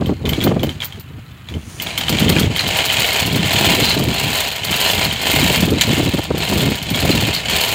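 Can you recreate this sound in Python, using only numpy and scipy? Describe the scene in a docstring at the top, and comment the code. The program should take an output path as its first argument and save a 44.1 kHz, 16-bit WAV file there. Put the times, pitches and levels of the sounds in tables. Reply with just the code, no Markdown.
"""A roll-up door is hauled open with a chain hoist, outdoors beside a sheet-metal wall.
From the start gusts buffet the microphone; the chain is inched along, single links click over the
wheel, the gear knocks and the door frame rings. Near 1.7 s the chain slides through a hand.
From 2 s ten pulls follow hand over hand, and with speed clicks and knocks merge into a rattle.
The chain chatters on its guide at 3.8 s, slaps the door track at 5.8 s and chatters again at 7.3 s."""
import sys
import numpy as np
from scipy import signal
from scipy.fft import rfft, irfft
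from scipy.io import wavfile
from scipy.ndimage import uniform_filter1d

SR = 44100
rng = np.random.default_rng(int(sys.argv[2]) if len(sys.argv) > 2 else 0)


def master_out(mix):
    """Clip the mix to full scale and print it as 16-bit PCM to the path in sys.argv[1]."""
    frames = np.transpose(np.atleast_2d(mix))
    ceiling = np.clip(frames, -1, 1)
    pcm = np.round(ceiling * 32767).astype(np.int16)
    wavfile.write(sys.argv[1], SR, pcm)


N = 341334
T = np.arange(N) / SR

# arm pulls: (start [s], length [s], speed at grab, midway, at release [links/s],
#             link level [dB], rattle level [dB], hardest moment [0-1])
PULLS = [(1.977, .51, 8, 10.6, 8.6, -13, -22.5, 0.57), (2.562, .768, 7.8, 14.5, 15.6, -14.5, -16, 0.71),
         (3.358, .682, 8.8, 20.5, 21, -17, -15, 0.46), (4.085, .515, 16.2, 32, 19.4, -21, -17.5, 0.53),
         (4.645, .5, 13.3, 31, 6, -15.5, -16, 0.66), (5.216, .524, 21.2, 25, 17.8, -16, -14.5, 0.32),
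         (5.812, .448, 17, 19, 21.5, -22, -19, 0.079), (6.379, .471, 15.9, 26.5, 9.6, -19.5, -19.5, 0.41),
         (6.902, .518, 20.4, 19.5, 9.2, -19, -18.5, 0.55), (7.497, .46, 13, 34, 12.5, -15.5, -15.5, 0.26)]


def amp(db):
    """Decibels to gain."""
    return 10 ** (np.asarray(db) / 20)


def unit(x):
    """Scale to rms 1."""
    return x / np.sqrt(np.mean(x ** 2))


def curve(rows):
    """Join (time [s], value) rows by straight lines."""
    return np.interp(T, *np.transpose(rows))


def colour(x, points, size=2048):
    """Causal unit-energy filter shaped by (frequency [Hz], level [dB]) rows."""
    hz, db = np.transpose(points)
    bins_hz = np.maximum(np.arange(size // 2 + 1) * SR / size, 1)
    gain = amp(np.interp(np.log(bins_hz), np.log(hz), db))
    cepstrum = irfft(np.log(gain))
    cepstrum[1:size // 2] *= 2  # fold to minimum phase
    cepstrum[size // 2 + 1:] = 0
    response = irfft(np.exp(rfft(cepstrum)))
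    return signal.oaconvolve(x, response / np.linalg.norm(response))[:len(x)]


def fade(t, t60_s):
    """Decay by 60 dB in t60_s."""
    return np.exp(-np.log(1000) * t / t60_s)


def impulses(times_s, sizes):
    """One impulse per contact."""
    return np.bincount(np.abs(times_s * SR).astype(int), sizes, N)[:N]


def blows(times_s, sizes, crack_t60_s, tail_t60_s, tail_db, grain_db=5, count=7):
    """Blows on several contact points, each with its own crack and ragged steel tail."""
    t = T[:SR // 4]
    knots_s = t[::100]
    grain = amp(grain_db * np.interp(t, knots_s, rng.standard_normal(len(knots_s))))
    noise = rng.standard_normal((count, len(t)))
    out = 0
    for k in range(count):
        tail = unit(np.roll(grain, rng.integers(len(t)))) * amp(tail_db) * fade(t, tail_t60_s)
        response = noise[k] * (fade(t, crack_t60_s) + tail)
        out = out + signal.oaconvolve(impulses(times_s[k::count], sizes[k::count]), response)[:N]
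    return out


def pings(times_s, sizes, pitches_hz, t60_s):
    """A short damped ring per contact."""
    t = T[:SR // 20]
    envelope = fade(t, t60_s) * (1 - fade(t, .002))
    out = np.zeros(N + len(t))
    for start, size, hz in zip(np.clip(times_s * SR, 0, N).astype(int), sizes, pitches_hz):
        out[start:start + len(t)] += size * envelope * np.sin(2 * np.pi * hz * t)
    return out[:N]


def echoes(x, db, t60_s=.35, count=60):
    """Add scattered early reflections from the ribbed wall and the door drum."""
    delay_s = rng.uniform(.0028, .09, count)
    taps = impulses(delay_s, rng.standard_normal(count) * fade(delay_s, t60_s))[:SR // 10]
    return x + amp(db) * signal.oaconvolve(x, taps / np.linalg.norm(taps))[:N]


def air():
    """Faint open-air background."""
    # (frequency [Hz], level [dB])
    spectrum = [(40, 7), (110, 24), (650, -14), (1200, 0), (3100, -7), (5000, -28.5), (15000, -17)]
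    return amp(-38) * unit(colour(rng.standard_normal(N), spectrum))


def wind():
    """Eddies are carried past the microphone: faster air is louder and higher."""
    # steady flow: (time [s], level [dB])
    breeze = [(0, -25), (.7, -28), (.86, -43), (1.4, -41), (1.9, -31), (2.7, -29), (4.3, -31), (4.55, -35),
              (4.8, -30), (6.0, -26), (6.8, -31.5), (7.73, -30)]
    # buffets: (start [s], length [s], level [dB])
    gusts = [(0, .15, -19.5), (0.243, 0.094, -15.5), (0.412, 0.24, -13.5), (0.949, 0.054, -29),
             (1.103, 0.093, -31.5), (1.523, 0.059, -22.5), (2.09, 0.076, -14), (2.202, 0.28, -14),
             (2.598, .14, -25), (3.253, .2, -18.5), (3.56, 0.3, -18.5), (3.921, 0.19, -16.5),
             (4.232, .1, -22), (4.669, 0.096, -24), (4.959, .16, -22), (5.321, .24, -18),
             (5.609, 0.15, -13), (5.859, .22, -16.5), (6.301, .12, -20.5), (6.504, .21, -17),
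             (6.89, 0.073, -21), (7.017, 0.19, -15), (7.227, 0.088, -22), (7.511, 0.0716, -25)]
    # single eddies: (time [s], level [dB])
    eddies = [(0.022, -15.5), (.097, -13.5), (0.473, -9), (0.518, -14.5), (0.568, -15), (0.637, -16.5),
              (2.385, -16.5), (3.361, -17.5), (3.79, -16.5), (3.972, -14.5), (4.0, -15.5), (5.377, -16.5),
              (5.505, -16), (5.682, -16.5), (6.003, -16), (6.145, -11.5), (6.191, -12.5), (6.311, -11.5),
              (6.346, -16), (6.528, -16.5), (6.635, -16.5), (7.052, -13), (7.099, -13.5)]
    # turbulence: (frequency [Hz], level [dB])
    spectrum = [(20, -8), (100, 3.5), (200, 1.5), (320, -3.5), (500, -11), (800, -22), (1400, -28.5),
                (3000, -109), (8000, -100)]
    flutter_hz, flutter_db = 30, 6.5
    flutter = unit(signal.sosfilt(signal.butter(2, flutter_hz, fs=SR, output="sos"),
                                  rng.standard_normal(N)))
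    power = amp(curve(breeze)) ** 2
    for start_s, length_s, db in gusts:
        power += amp(db) ** 2 / (1 + (2 * (T - start_s) / length_s - 1) ** 8)
    gust = np.sqrt(power) * amp(flutter_db * np.tanh(.7 * flutter) - 1.48)
    eddy, whirl = np.zeros(N), np.zeros(N)
    for time_s, db in eddies:
        bump = np.exp(-np.minimum(np.abs(T - time_s) / .009, 10) ** 2)
        eddy += amp(db) * bump
        whirl += bump ** 2
    force = np.hypot(gust, eddy)
    # an eddy's fast core gives the thump its hard edge
    speed = np.clip((force / amp(-15)) ** .18 * (1 + .8 * whirl), .2, 2.5)
    field = unit(colour(rng.standard_normal(2 * N), spectrum))
    field /= np.sqrt(uniform_filter1d(field ** 2, size=1600) + 1e-9)  # force alone sets the level
    return force * np.interp(np.cumsum(speed), np.arange(2 * N), field)


def arm_slack(start_s, length_s, crest):
    """Slackness of the arm: 0 at the hardest moment, 1 at take-up and release."""
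    take_up_s = .087  # the chain tightens before the first link
    squareness = 2.67  # above 2: holds longer, lets go faster
    peak_s = start_s + length_s * np.clip(crest, .05, .9)
    before = (peak_s - T) / (peak_s - start_s + take_up_s)
    after = (T - peak_s) / (start_s + length_s - peak_s)
    return np.where(T < peak_s, before, after) ** squareness


def effort(sag_db=15):
    """Force of the rattle: overlapping pulls above the jostling of the hanging chain."""
    # (time [s], level [dB])
    jostle = [(0.0, -37.5), (0.24, -44.5), (0.34, -31), (1.06, -48), (1.78, -47.5), (1.82, -27.5),
              (2.6, -32), (7.73, -32)]
    power = amp(curve(jostle)) ** 2
    for start_s, length_s, *_, db, crest in PULLS:
        slack = np.minimum(arm_slack(start_s, length_s, crest), 10)
        power += amp(db - sag_db * slack) ** 2
    return np.sqrt(power)


def rattle(hauled, count=2100):
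    """Small collisions of links, guide and rollers; their force follows the pull."""
    # hoist body: (frequency [Hz], level [dB])
    clatter_spectrum = [(200, -12.5), (700, -3), (1000, -5), (1330, -12), (1900, -5.5), (2300, -3),
                        (3250, 0), (3600, -9), (4350, -5.5), (5200, -16), (6100, -19.5), (6800, -12.5),
                        (10500, -28), (15000, -36.5)]
    # loose links: (frequency [Hz], level [dB])
    jingle_spectrum = [(2000, 1.5), (4400, -46), (5800, 1), (7200, 10), (9500, 3), (11500, 0), (14300, 6),
                       (16000, -2)]
    spread_db, shake_db, shake_s = 12.5, 10.5, .038
    lateness, strength, clink_pitch, tinkle_pitch = rng.random((count, 4)).T
    times_s = (np.arange(count) + 2 * lateness) / count * T[-1]
    sizes = amp(spread_db * strength ** 2)
    pull = effort()
    clatter = blows(times_s, sizes, crack_t60_s=.014, tail_t60_s=.12, tail_db=-5)
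    clatter = colour(clatter, clatter_spectrum)
    clinks = echoes(pings(times_s, sizes, 2100 + 2300 * clink_pitch ** 1.2, t60_s=.049), db=-3)
    # each hauled link briefly shakes its loose neighbours, which ring much higher
    loose_s = times_s[::2]
    lags_s = loose_s[:, None] - hauled[:, 0]
    since_link_s = np.where(lags_s > 0, lags_s, np.inf).min(axis=1)
    force = sizes[::2] * amp(shake_db * np.exp(-since_link_s / shake_s))
    tinkle = echoes(pings(loose_s, force, 15300 - 2200 * tinkle_pitch ** 1.201, t60_s=.014), db=3)
    jangle = blows(loose_s, force, crack_t60_s=.012, tail_t60_s=.1, tail_db=-6)
    jingle = amp(-14.5) * unit(colour(jangle, jingle_spectrum)) + amp(-19) * unit(tinkle)
    jingle *= (pull / amp(-13)) ** .55  # mostly on hard pulls
    return pull * (amp(-3) * unit(clatter) + amp(-6.5) * unit(clinks) + jingle)


def knocks(hauled):
    """Gear and guide knocks: a crack and a short ring, pitched by where the steel meets."""
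    # separate gear and guide knocks, light while inching, louder during the pulls:
    # (time [s], level [dB], ring [Hz])
    single_knocks = [(0.0597, -17, 3150), (0.2546, -13.5, 3560), (0.2601, -14, 3130), (0.2927, -9.5, 3090),
                     (0.3334, -9, 3300), (0.4047, -12.5, 3350), (0.4124, -9.5, 3343), (0.4386, -12.5, 3480),
                     (0.477, -14.5, 3130), (0.595, -17.5, 3350), (0.632, -11.5, 3090),
                     (0.6924, -13.5, 3150), (0.8036, -14, 3420), (0.82, -10, 3220), (0.924, -20.5, 3200),
                     (1.4872, -19.5, 3430), (1.5394, -21, 3087), (1.7995, -12, 3014), (1.8692, -12, 3370),
                     (2.3643, -3, 2446), (2.593, -3, 4170), (2.7883, -4, 3010), (2.9, -6, 3040),
                     (3.5585, -6.5, 3044), (3.9146, -4.5, 3974), (4.7283, -5, 3110), (4.8631, -6.5, 4210),
                     (5.0511, -7, 4310), (6.9455, -5.5, 3324), (7.1143, -5.5, 4140), (7.4996, -9, 3245)]
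    # gear crack: (frequency [Hz], level [dB])
    spectrum = [(300, -8), (900, 0.5), (1300, -1.5), (2200, 4), (3300, 1), (4400, -3), (5500, -8),
                (6800, -5), (9000, -14.5), (15000, -16)]
    # gear modes: (ratio to main ring, level [dB], t60 [s])
    modes = [(1, 0.5, 0.019), (.69, -10.5, 0.034), (1.11, -13, 0.035)]
    times_s, db, hz = np.vstack([single_knocks, gear_play(hauled), chatter()]).T
    crack = colour(blows(times_s, amp(db), crack_t60_s=.0044, tail_t60_s=.25, tail_db=-3), spectrum)
    ring = sum(pings(times_s, amp(db + mode_db), hz * ratio, t60_s) for ratio, mode_db, t60_s in modes)
    return amp(-13.5) * crack + echoes(ring, db=-7.5, t60_s=.18)


def links(hauled):
    """Each link strikes the wheel, bounces three times as it seats, and tinkles."""
    # links inched into the wheel: (time [s], level [dB])
    first_links = [(0.0606, -37), (0.2906, -23), (0.438, -17), (0.6313, -25.5), (0.845, -21.5),
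                   (0.9975, -33), (1.82, -20.5)]
    # link clack: (frequency [Hz], level [dB])
    spectrum = [(400, -5.5), (1500, 10.5), (2500, -8), (4300, 17), (5500, 4.5), (7000, 6.5), (10500, 2.5),
                (12500, 2), (14300, -10), (16000, -11.5)]
    scatter_db, bounce_loss_db_per_s, slack_ring_db = 2, 120, 9
    first_pull_s = hauled[0, 0]
    strikes_s, db = np.vstack([first_links, hauled[:, :2]]).T
    db = db + scatter_db * rng.standard_normal(len(db)) * (strikes_s > first_pull_s)
    delay_s = np.cumsum(rng.uniform(.001, .005, (len(db), 3)), axis=1)
    bounces = amp(db[:, None] - bounce_loss_db_per_s * delay_s)
    times_s = np.concatenate([strikes_s, (strikes_s[:, None] + delay_s).ravel()])
    sizes = np.concatenate([amp(db), bounces.ravel()])
    clack = colour(blows(times_s, sizes, crack_t60_s=.011, tail_t60_s=.09, tail_db=-11), spectrum)
    ringing = sizes * amp(slack_ring_db * (times_s < first_pull_s))  # slack links ring more freely
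    tinkle = sum(pings(times_s, ringing, rng.normal(bending_hz, 600, len(times_s)), t60_s=.012)
                 for bending_hz in (13600, 14600))
    return amp(-5) * clack + amp(-6) * echoes(tinkle, db=-6, t60_s=.08)


def frame(shake):
    """The hoist shakes the frame it is bolted to, which rings on."""
    # frame and wall panels: (frequency [Hz], level [dB], t60 [s])
    modes = [(711, -8, .16), (810, -6, .3), (967, -2, .2), (1029, -5, .2), (1513, -7, .1), (1824, -2, .08),
             (2150, -2, .05), (3130, 4, .05)]
    t = T[:SR]
    response = sum(amp(db) * fade(t, t60_s) * np.sin(2 * np.pi * hz * t) for hz, db, t60_s in modes)
    return amp(-51.5) * signal.oaconvolve(shake, response)[:N]


def slide(grit_db=7):
    """Soft gritty hiss of chain running through the palm."""
    # (time [s], level [dB])
    envelope = [(1.45, -67), (1.7, -40.5), (1.92, -39), (2.1, -63)]
    # (frequency [Hz], level [dB])
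    spectrum = [(1000, -3), (5300, -5), (6600, 1), (7800, -8), (9200, -2), (11000, -12), (14000, -15)]
    grit = rng.standard_normal(N) * amp(grit_db * rng.standard_normal(N))
    return unit(colour(grit, spectrum)) * amp(curve(envelope))


def hauled_links(sag_db=2.5):
    """One wheel strike per link of chain travel: (time [s], level [dB], speed [links/s])."""
    rows = []
    for start_s, length_s, grab, midway, release, db, _, crest in PULLS:
        t = start_s + np.arange(int(length_s * SR)) / SR
        links_per_s = np.interp(t, start_s + length_s * np.linspace(0, 1, 3), [grab, midway, release])
        travel_links = np.cumsum(links_per_s) / SR
        times_s = np.interp(np.arange(int(travel_links[-1]) + 1), travel_links, t)
        slack = np.interp(times_s, T, arm_slack(start_s, length_s, crest))
        rows.append(np.column_stack([times_s, db - sag_db * slack, np.interp(times_s, t, links_per_s)]))
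    rows = np.vstack(rows)
    return rows[rows[:, 0] < T[-1]]


def gear_play(hauled):
    """The gear takes up its play before a link, falls back after: (time [s], level [dB], ring [Hz])."""
    lead_s, backlash_s, rest_s = .01, .033, .13
    tooth_db, backlash_db = 8.5, 5
    ring_hz, spread_hz = 3190, 71
    softening_db_per_doubling, slow_links_per_s = 5, 9  # a running gear stays in mesh
    times_s, db, links_per_s = hauled.T
    db = db - softening_db_per_doubling * np.log2(links_per_s / slow_links_per_s)
    tooth_pitch, lateness, back_pitch = rng.standard_normal((len(db), 3)).T
    running = np.diff(times_s, prepend=-1) < rest_s  # from rest, tooth and link strike together
    tooth_s = times_s - lead_s * running
    back_s = times_s + backlash_s * (1 + .15 * lateness)
    tooth = np.column_stack([tooth_s, db + tooth_db, ring_hz + spread_hz * tooth_pitch])
    back = np.column_stack([back_s, db + backlash_db, ring_hz + spread_hz * back_pitch])
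    return np.vstack([tooth, back])


def chatter(knocks_per_s=110, ring_hz=4150, spread_hz=180):
    """The chain knocks on its guide in quick uneven runs: (time [s], level [dB], ring [Hz])."""
    # (start [s], length [s], level [dB])
    runs = [(3.82, 0.089, -9), (7.334, .05, -12)]
    rows = []
    for start_s, length_s, db in runs:
        for time_s in np.arange(start_s, start_s + length_s, 1 / knocks_per_s):
            late, louder, higher = rng.standard_normal(3)
            rows.append((time_s + .0022 * late, db + 2.9 * louder, ring_hz + spread_hz * higher))
    return rows


def slap():
    """A run of slack links hits the door track almost at once."""
    # (time [s], level [dB])
    hits = [(5.8108, 2), (5.816, -5), (5.819, -1)]
    # (frequency [Hz], level [dB])
    spectrum = [(600, -19), (2300, 7.5), (4400, 4), (5300, -7), (7100, 2.5), (9000, -10), (15000, -11)]
    times_s, db = np.transpose(hits)
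    impact = blows(times_s, amp(db), crack_t60_s=.024, tail_t60_s=.19, tail_db=-15)
    return amp(-5.5) * colour(impact, spectrum)


def scene():
    """Hoist, frame, hand and wind at one microphone."""
    hauled = hauled_links()
    hoist = rattle(hauled) + slap() + links(hauled) + knocks(hauled)
    return (hoist + frame(hoist) + slide() + wind() + air())[None]


def record(dry):
    """The microphone drops the deep bass, rounds the highest peaks and cuts the top."""
    bottom_hz, top_hz = 58, 15750
    thin = signal.sosfilt(signal.butter(4, bottom_hz, "highpass", fs=SR, output="sos"), dry)
    rounded = np.tanh(.72 * thin) / .7
    return signal.sosfilt(signal.ellip(10, .2, 80, top_hz, fs=SR, output="sos"), rounded)


dry = scene()
out = record(dry)
master_out(out)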